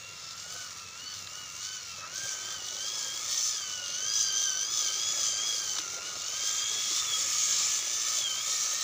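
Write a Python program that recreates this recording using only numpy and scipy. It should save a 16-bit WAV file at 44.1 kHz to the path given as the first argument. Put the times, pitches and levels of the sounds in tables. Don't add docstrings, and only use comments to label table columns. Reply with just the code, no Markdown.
import sys
import numpy as np
from scipy import signal
from scipy.fft import rfft, irfft
from scipy.io import wavfile
from scipy.ndimage import uniform_filter1d

SR = 44100
rng = np.random.default_rng(int(sys.argv[2]) if len(sys.argv) > 2 else 0)


def attenuation_scalar(level_db):
    decades = np.asarray(level_db, float) / 20
    return 10 ** decades


def persist_wave(psi):
    counts = np.round(np.clip(psi, -1, 1) * 32767).astype(np.int16)
    wavfile.write(sys.argv[1], SR, np.atleast_2d(counts).T)


N = 389403
TIME = np.arange(N) / SR
TEETH = 30


def curves(table):
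    s, *columns = np.transpose(table)
    return [np.interp(TIME, s, column) for column in columns]


def bumps(events):
    return sum(size * np.exp(-((TIME - s) / half) ** 2 / 2) for s, size, half in events)


def colour(hz, table):
    at, db = np.transpose(table)
    return np.interp(np.log(hz + 1), np.log(at), db)


def unit(x):
    return x / np.sqrt(np.mean(np.abs(x) ** 2))


def walk(rate):
    hold = int(SR / rate)
    steps = np.repeat(rng.standard_normal(9000), hold)[:N]
    return unit(uniform_filter1d(uniform_filter1d(steps, hold), hold))


def shaped(x, table):
    hz = np.fft.rfftfreq(N, 1 / SR)
    return unit(irfft(rfft(x) * attenuation_scalar(colour(hz, table)), N))


def body(x, broad, rings, parts_db, edges_hz, loud_hz, patchy_db):
    f, t, z = signal.stft(unit(x), SR, nperseg=2048, noverlap=1792)
    peaks = sum(attenuation_scalar(2 * db) / (1 + (2 * (f - centre) / width) ** 2) for centre, width, db in rings)
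    power = attenuation_scalar(2 * colour(f, broad)) * (1 + peaks)
    above = [1 / (1 + np.exp(np.clip((edge - f) / 50, -50, 50))) for edge in edges_hz]
    share = -np.diff([1 + 0 * f, *above, 0 * f], axis=0)
    frames = np.clip((t * SR).astype(int), 0, N - 1)
    patches = rng.standard_normal(z.shape)
    for _ in range(2):
        patches = uniform_filter1d(uniform_filter1d(patches, size=4, axis=0), size=30, axis=1)
    gain_db = share.T @ np.array(parts_db)[:, frames] + patchy_db * unit(patches)
    band = np.mean(power * (f > loud_hz[0]) * (f < loud_hz[1]))
    z = z * np.sqrt(power / band)[:, None] * attenuation_scalar(gain_db)
    return signal.istft(z, SR, nperseg=2048, noverlap=1792)[1][:N]


def cracks(events, ring_s, spread):
    out = np.zeros(N)
    t = np.arange(int(.05 * SR)) / SR
    for s, db, hz in events:
        burst = rng.standard_normal(len(t)) * np.minimum(t / 0.00066, 1) * np.exp(-t / ring_s)
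        edges = [hz / spread, min(hz * spread, .45 * SR)]
        burst = signal.sosfilt(signal.butter(2, edges, "bandpass", fs=SR, output="sos"), burst)
        start = int(s * SR)
        out[start:start + len(t)] += burst * attenuation_scalar(db) / np.max(abs(burst))
    return out


def knocks(hz, per_tooth):
    return (rng.random(N) < per_tooth * hz / SR) * rng.standard_normal(N)


# (time [s], nearness [dB])
NEARNESS = [(0, -8.5), (.54, -5.5), (1.05, -5.5), (1.52, -4), (1.95, -3.5), (2.2, 1.5), (2.6, -2), (3.0, 1),
            (3.4, 1), (3.82, 1.5), (4.1, 6.5), (4.6, 6), (5.6, 4.5), (6.11, 0.9), (6.58, 5), (7.02, 1.5),
            (7.8, 6.5), (8.83, 0)]
# (time [s], facing [dB])
LID_FACING = [(0, -1), (2.2, 1.5), (3.7, 2), (4.1, 5), (4.6, 6), (5.1, -.5), (5.7, 1.5), (6.5, -1.5),
              (7.05, -5.5), (7.6, -6), (7.95, 0), (8.3, -2), (8.83, -5)]


def part_levels(parts, turn_shares, hz):
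    near_db, turn_db = curves(NEARNESS)[0], curves(LID_FACING)[0]
    over_cruise = (hz - 1600) / 100
    return [db + near * near_db + fast * over_cruise + turn * turn_db
            for (db, near, fast), turn in zip(parts, turn_shares)]


# (time [s], level [dB], half length [s])
HEAPS = [(.05, 1, 0.11), (.52, 8.5, 0.041), (2.02, 6.5, 0.064), (2.24, 7, .05), (3.9, -2, 0.48),
         (5.16, 3.5, 0.033), (5.45, 2, 0.34), (7.33, 1, .05)]
# (frequency [Hz], level [dB per Hz])
RUMBLE_COLOUR = [(15, -60), (30, -30), (45, -30), (60, -7), (80, -1.5), (101, 5.5), (125, -2.5), (160, 0.5),
                 (245, -10), (400, -18), (600, -43), (900, -90)]


def rumble():
    level_db = -63 + 0.2 * bumps(HEAPS) + 0.8 * walk(5.6)
    return shaped(rng.standard_normal(N), RUMBLE_COLOUR) * attenuation_scalar(level_db + 1.2 * walk(9))


# (frequency [Hz], level [dB per Hz])
DIRT_COLOUR = [(120, -30), (200, -8), (248, -5), (346, 3), (464, 2), (535, 3.5), (901, 1), (1100, -35),
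               (1430, -26), (2420, -120)]


def tyre_crunch():
    leaves_db, grit_db, grit_rise_db_per_s = -64.5, -57.5, 0.08
    on_grit_s, change_s = 2.28, 0.053
    on_grit = (1 + np.tanh((TIME - on_grit_s) / change_s)) / 2
    grit_db = grit_db + grit_rise_db_per_s * (TIME - on_grit_s)
    crunch_db = leaves_db + on_grit * (grit_db - leaves_db) + bumps(HEAPS)
    grains = rng.standard_normal(N) * attenuation_scalar(2.5 * walk(150))
    return body(grains, DIRT_COLOUR, [(560, 94, 0.85)], [crunch_db], [], (250, 900), 1.8)


# (time [s], peak [dB], centre [Hz])
SNAPS = [(1.272, -28, 3900), (1.2725, -36, 1900), (2.283, -34, 3100), (5.766, -24, 4400),
         (5.767, -31, 1300), (5.784, -20, 4200), (5.788, -21, 4400), (5.785, -31, 1200), (5.80, -29, 2900),
         (6.02, -33, 2800)]
# (time [s], peak [dB], centre [Hz])
TICKS = [(0.3526, -49, 14900), (0.3676, -44, 14900), (0.5237, -43, 9000), (0.5384, -40, 14900),
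         (2.1465, -37, 14760), (2.2054, -49, 15000), (4.3246, -35, 15000), (5.3887, -46, 14700),
         (5.7997, -39, 14900), (6.2946, -38, 15000), (6.6877, -50, 14800), (8.3045, -30, 14900),
         (8.739, -32, 9600)]
# (time [s], peak [dB], centre [Hz])
WHEEL_BUMPS = [(0.529, -52, 649), (0.853, -54, 105), (1.029, -55, 288), (2.215, -48, 113),
               (5.184, -44, 542), (5.788, -43.5, 360), (5.967, -45, 553), (6.749, -51, 409),
               (6.899, -43.5, 357)]


def snapping_leaves():
    snaps = cracks(SNAPS, .0028, 1.3)
    ticks = cracks(TICKS, 0.0016, 1.4)
    return snaps + ticks + cracks(WHEEL_BUMPS, 0.031, 1.2)


# end [s], start [s], last pitch [Hz], first pitch [Hz], level [dB]
CREAK = (3, 2.08, 465, 1257, -62)


def creak():
    start, end, from_hz, to_hz, db = CREAK
    part = np.clip((TIME - start) / (end - start), 0, 1)
    turns = np.cumsum(from_hz + (to_hz - from_hz) * part) / SR
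    rub = unit(walk(300) + 1j * walk(300)) * np.exp(2j * np.pi * turns)
    return attenuation_scalar(db) * np.sin(np.pi * part) * rub.real


# (level at cruise [dB], share of nearness, speed effect [dB per 100 Hz of mesh rate])
BODY_PARTS = [
    (-54, 0.48, 0.65),
    (-55.5, 0.57, 0.5),
]
# (time [s], level [dB], half length [s])
TWISTS = [(2.05, 13.5, 0.027), (2.53, 7, .04), (2.8, -1, 0.085), (3.17, 3, 0.057), (4.75, 4.5, 0.062),
          (5.19, 0, .05), (7.01, 3.5, 0.074), (7.25, 1, .04), (7.42, -2, .06)]
# (frequency [Hz], level [dB per Hz])
SHELL_COLOUR = [(700, -29), (1000, -13), (1500, -13), (1900, -11), (2400, -9.5), (2700, -6.5),
                (3500, -29.5)]
# (frequency [Hz], width [Hz], level over the broad colour [dB])
SHELL_RINGS = [(1258, 50, 15), (2260, 120, 8)]


def axles(hz, load):
    shell_db, pan_db = part_levels(BODY_PARTS, (-.5, -.7), hz)
    shell_db = shell_db + bumps(TWISTS) + 0.76 * walk(13)
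    walls_db = (shell_db + np.mean(shell_db)) / 2
    parts_db = [walls_db, shell_db, walls_db, pan_db]
    taps = knocks(hz, 9.0) * load ** 0.24
    return body(taps, SHELL_COLOUR, SHELL_RINGS, parts_db, [1140, 1380, 2000], (1150, 1330), 1.5)


# (time [s], mesh rate with the wheels running free [Hz])
THROTTLE = [(-0.0, 1366.0), (0.57, 1498.0), (1.05, 1515.0), (1.72, 1578.0), (2.24, 1659.0), (2.84, 1663.0),
            (3.34, 1851.0), (4.05, 1667.0), (4.77, 1825.0), (5.05, 1682.0), (5.45, 1747.0), (6.17, 1489.0),
            (6.47, 1650.0), (7.02, 1835.0), (7.68, 1857.0), (8.24, 1791.0), (8.45, 1872.0), (8.83, 1855.0)]
# (time [s], mesh rate lost [Hz], half length [s])
OBSTACLES = [(0.32, 96.0, 0.098), (0.75, 141.0, 0.06), (0.91, 193.0, 0.075), (1.26, 173.0, 0.074),
             (1.53, 186.0, 0.09), (1.89, 204.0, 0.093), (2.05, 274.0, 0.076), (2.39, 133.0, 0.109),
             (2.61, 108.0, 0.038), (2.72, 186.0, 0.092), (3.11, 157.0, 0.085), (3.66, 202.0, 0.092),
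             (3.89, 274.0, 0.119), (4.3, 130.0, 0.072), (4.56, 243.0, 0.12), (4.89, 204.0, 0.073),
             (5.35, 155.0, 0.085), (5.68, 116.0, 0.112), (5.88, 202.0, 0.06), (6.0, 131.0, 0.043),
             (6.2, 116.0, 0.075), (6.66, 83.0, 0.16), (6.89, 112.0, 0.048), (7.15, 172.0, 0.072),
             (7.5, 199.0, 0.153), (7.84, 153.0, 0.076), (8.04, 61.0, 0.037), (8.34, 292.0, 0.082),
             (8.67, 118.0, 0.051)]


def mesh_rate():
    return uniform_filter1d(curves(THROTTLE)[0] - bumps(OBSTACLES), size=300)


TIGHT_SPOTS = [(.2, .08, .85), (.66, .065, .45)]


def tooth_load(turns):
    chance = np.tanh(rng.standard_normal((2000, len(TIGHT_SPOTS))))[turns.astype(int)].T
    load = .9
    for (at, width, strength), luck in zip(TIGHT_SPOTS, chance):
        load = load + strength * attenuation_scalar(2.2 * luck) * np.exp(-((turns % 1 - at) / width) ** 2 / 2)
    slow_gears = 0.029 * np.sin(2 * np.pi * 0.2 * turns) + 0.017 * np.sin(2 * np.pi * 0.58 * turns)
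    return unit(load * (1 + slow_gears))


# (level at cruise [dB], share of nearness, speed effect [dB per 100 Hz of mesh rate])
GEARBOX_PARTS = [
    (-39, 0.57, 1.2),
    (-41.5, 1.27, 1.63),
    (-39, 0.88, 1.4),
    (-39.5, 0.55, 2.1),
]
PART_EDGES = [5840, 6290, 7850]
# (frequency [Hz], level [dB per Hz])
PLASTIC_COLOUR = [(1000, -60.5), (2200, -58), (2900, -6), (3600, -3.5), (4200, -6.5), (5500, -5),
                  (6200, -1), (7200, -9), (8000, -13.5), (9500, -18.5), (11300, -33), (13000, -43),
                  (14000, -35.5), (15500, -31.5)]
# (frequency [Hz], width [Hz], level over the broad colour [dB])
PLASTIC_RINGS = [(4480, 720, 4), (5280, 87, 10), (6075, 490, 9.5), (5840, 270, 5.5), (6560, 220, 4),
                 (7146, 390, 11.5), (15000, 860, 21.5)]


def chatter(hz, load):
    turn_shares = (-.33, .5, -.8, -.32)
    parts_db = [db + .7 * walk(14) for db in part_levels(GEARBOX_PARTS, turn_shares, hz)]
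    throb = np.clip(.8 + curves(LID_FACING)[0] / 12, .5, 1.3)
    beat = load ** throb
    beat = beat / np.sqrt(uniform_filter1d(beat ** 2, SR // 8))
    taps = knocks(hz, 10) * beat * attenuation_scalar(1.53 * walk(30))
    return body(taps, PLASTIC_COLOUR, PLASTIC_RINGS, parts_db, PART_EDGES, (5500, 6400), 2.2)


# (time [s], level [dB])
BITE = [(0, 5), (.5, -6), (1.05, -0.5), (1.95, 2), (2.2, -5), (3.1, 2.5), (3.36, -7), (3.75, 3.5), (4.1, 1),
        (4.55, 0.5), (5.2, 2), (5.74, 1.5), (5.95, -7), (6.5, 1.5), (7.12, 10), (7.5, -14.5), (8.33, 9.5),
        (8.83, -12)]
# (time [s], level [dB], half length [s])
SINGING = [(1.1, 12, .08), (1.74, 11, .09), (2.92, 5, .08), (3.48, 12, .09), (4.15, 8, .1), (4.45, 9, .12),
           (4.75, 7, .08), (5.05, 9, .12), (5.4, 8, .1), (5.62, 7, .05), (6.55, 4, .15), (7.5, 2, .1)]
# (frequency [Hz], level [dB])
CASE = [
    [(1290, -51), (1400, -57), (1500, -53), (1600, -54), (1700, -60), (1860, -56)],
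    [(2580, -52), (2800, -53), (3000, -48), (3200, -45), (3400, -48), (3720, -53)],
    [(3870, -66), (4200, -61), (4500, -57), (4800, -54), (5100, -54), (5580, -55)],
]
# (share of nearness, share of bite, share of singing, flutter [dB])
HARMONIC_MOVES = [
    (.4, -.3, .01, 1.8),
    (.4, 1, .05, .8),
    (.8, .1, 1, 1.2),
]


def harmonic_levels(hz):
    near_db, bite_db, sing_db = curves(NEARNESS)[0], curves(BITE)[0], bumps(SINGING)
    return [colour(k * hz, case) + near * near_db + bite * bite_db + sing * sing_db + flutter_db * walk(11)
            for k, (case, (near, bite, sing, flutter_db)) in enumerate(zip(CASE, HARMONIC_MOVES), 1)]


# (multiple of the gear turn, level re 1st mesh harmonic [dB])
SHAFT_TONES = [(10, -23), (11, -25), (12, -29), (15, -22), (22, -15), (23, -17), (28, -27), (45, -18)]


def whine(turns, load, levels_db, slack):
    out = 0
    levels_db = [*levels_db, levels_db[2] - 6]
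    for k, (db, rough) in enumerate(zip(levels_db, (.4, .45, .8, 1.3)), 1):
        skirt = rough * slack * (walk(220) + 1j * walk(220)) * load
        line = attenuation_scalar(1.2 * walk(60) + 2 * walk(18)) / np.sqrt(1 + (rough * slack) ** 2 / 2)
        tone = np.exp(2j * np.pi * k * TEETH * turns)
        out = out + np.sqrt(2) * attenuation_scalar(db) * np.real((1 + skirt) * line * tone)
    shaft = sum(attenuation_scalar(db + 3 * walk(12)) * np.sin(2 * np.pi * m * turns) for m, db in SHAFT_TONES)
    return out + attenuation_scalar(uniform_filter1d(levels_db[0], SR)) * shaft


def scene():
    hz = mesh_rate()
    levels_db = harmonic_levels(hz)
    hz = hz * (1 + .003 * walk(40))
    turns = np.cumsum(hz) / SR / TEETH
    load = tooth_load(turns)
    slack = .7 + .4 * (hz / 1650) ** 6
    terrain = rumble() + tyre_crunch() + snapping_leaves()
    truck = creak() + axles(hz, load) + chatter(hz, load) + whine(turns, load, levels_db, slack)
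    return (terrain + truck)[None]


def top_cut(x):
    return signal.sosfilt(signal.butter(12, 16810, fs=SR, output="sos"), x)


def record(dry):
    soft = .15 * np.tanh(dry / .15)
    cut = irfft(rfft(soft) * (np.fft.rfftfreq(N, 1 / SR) < 15500), N)
    return top_cut(cut)


dry = scene()
out = record(dry)
persist_wave(out)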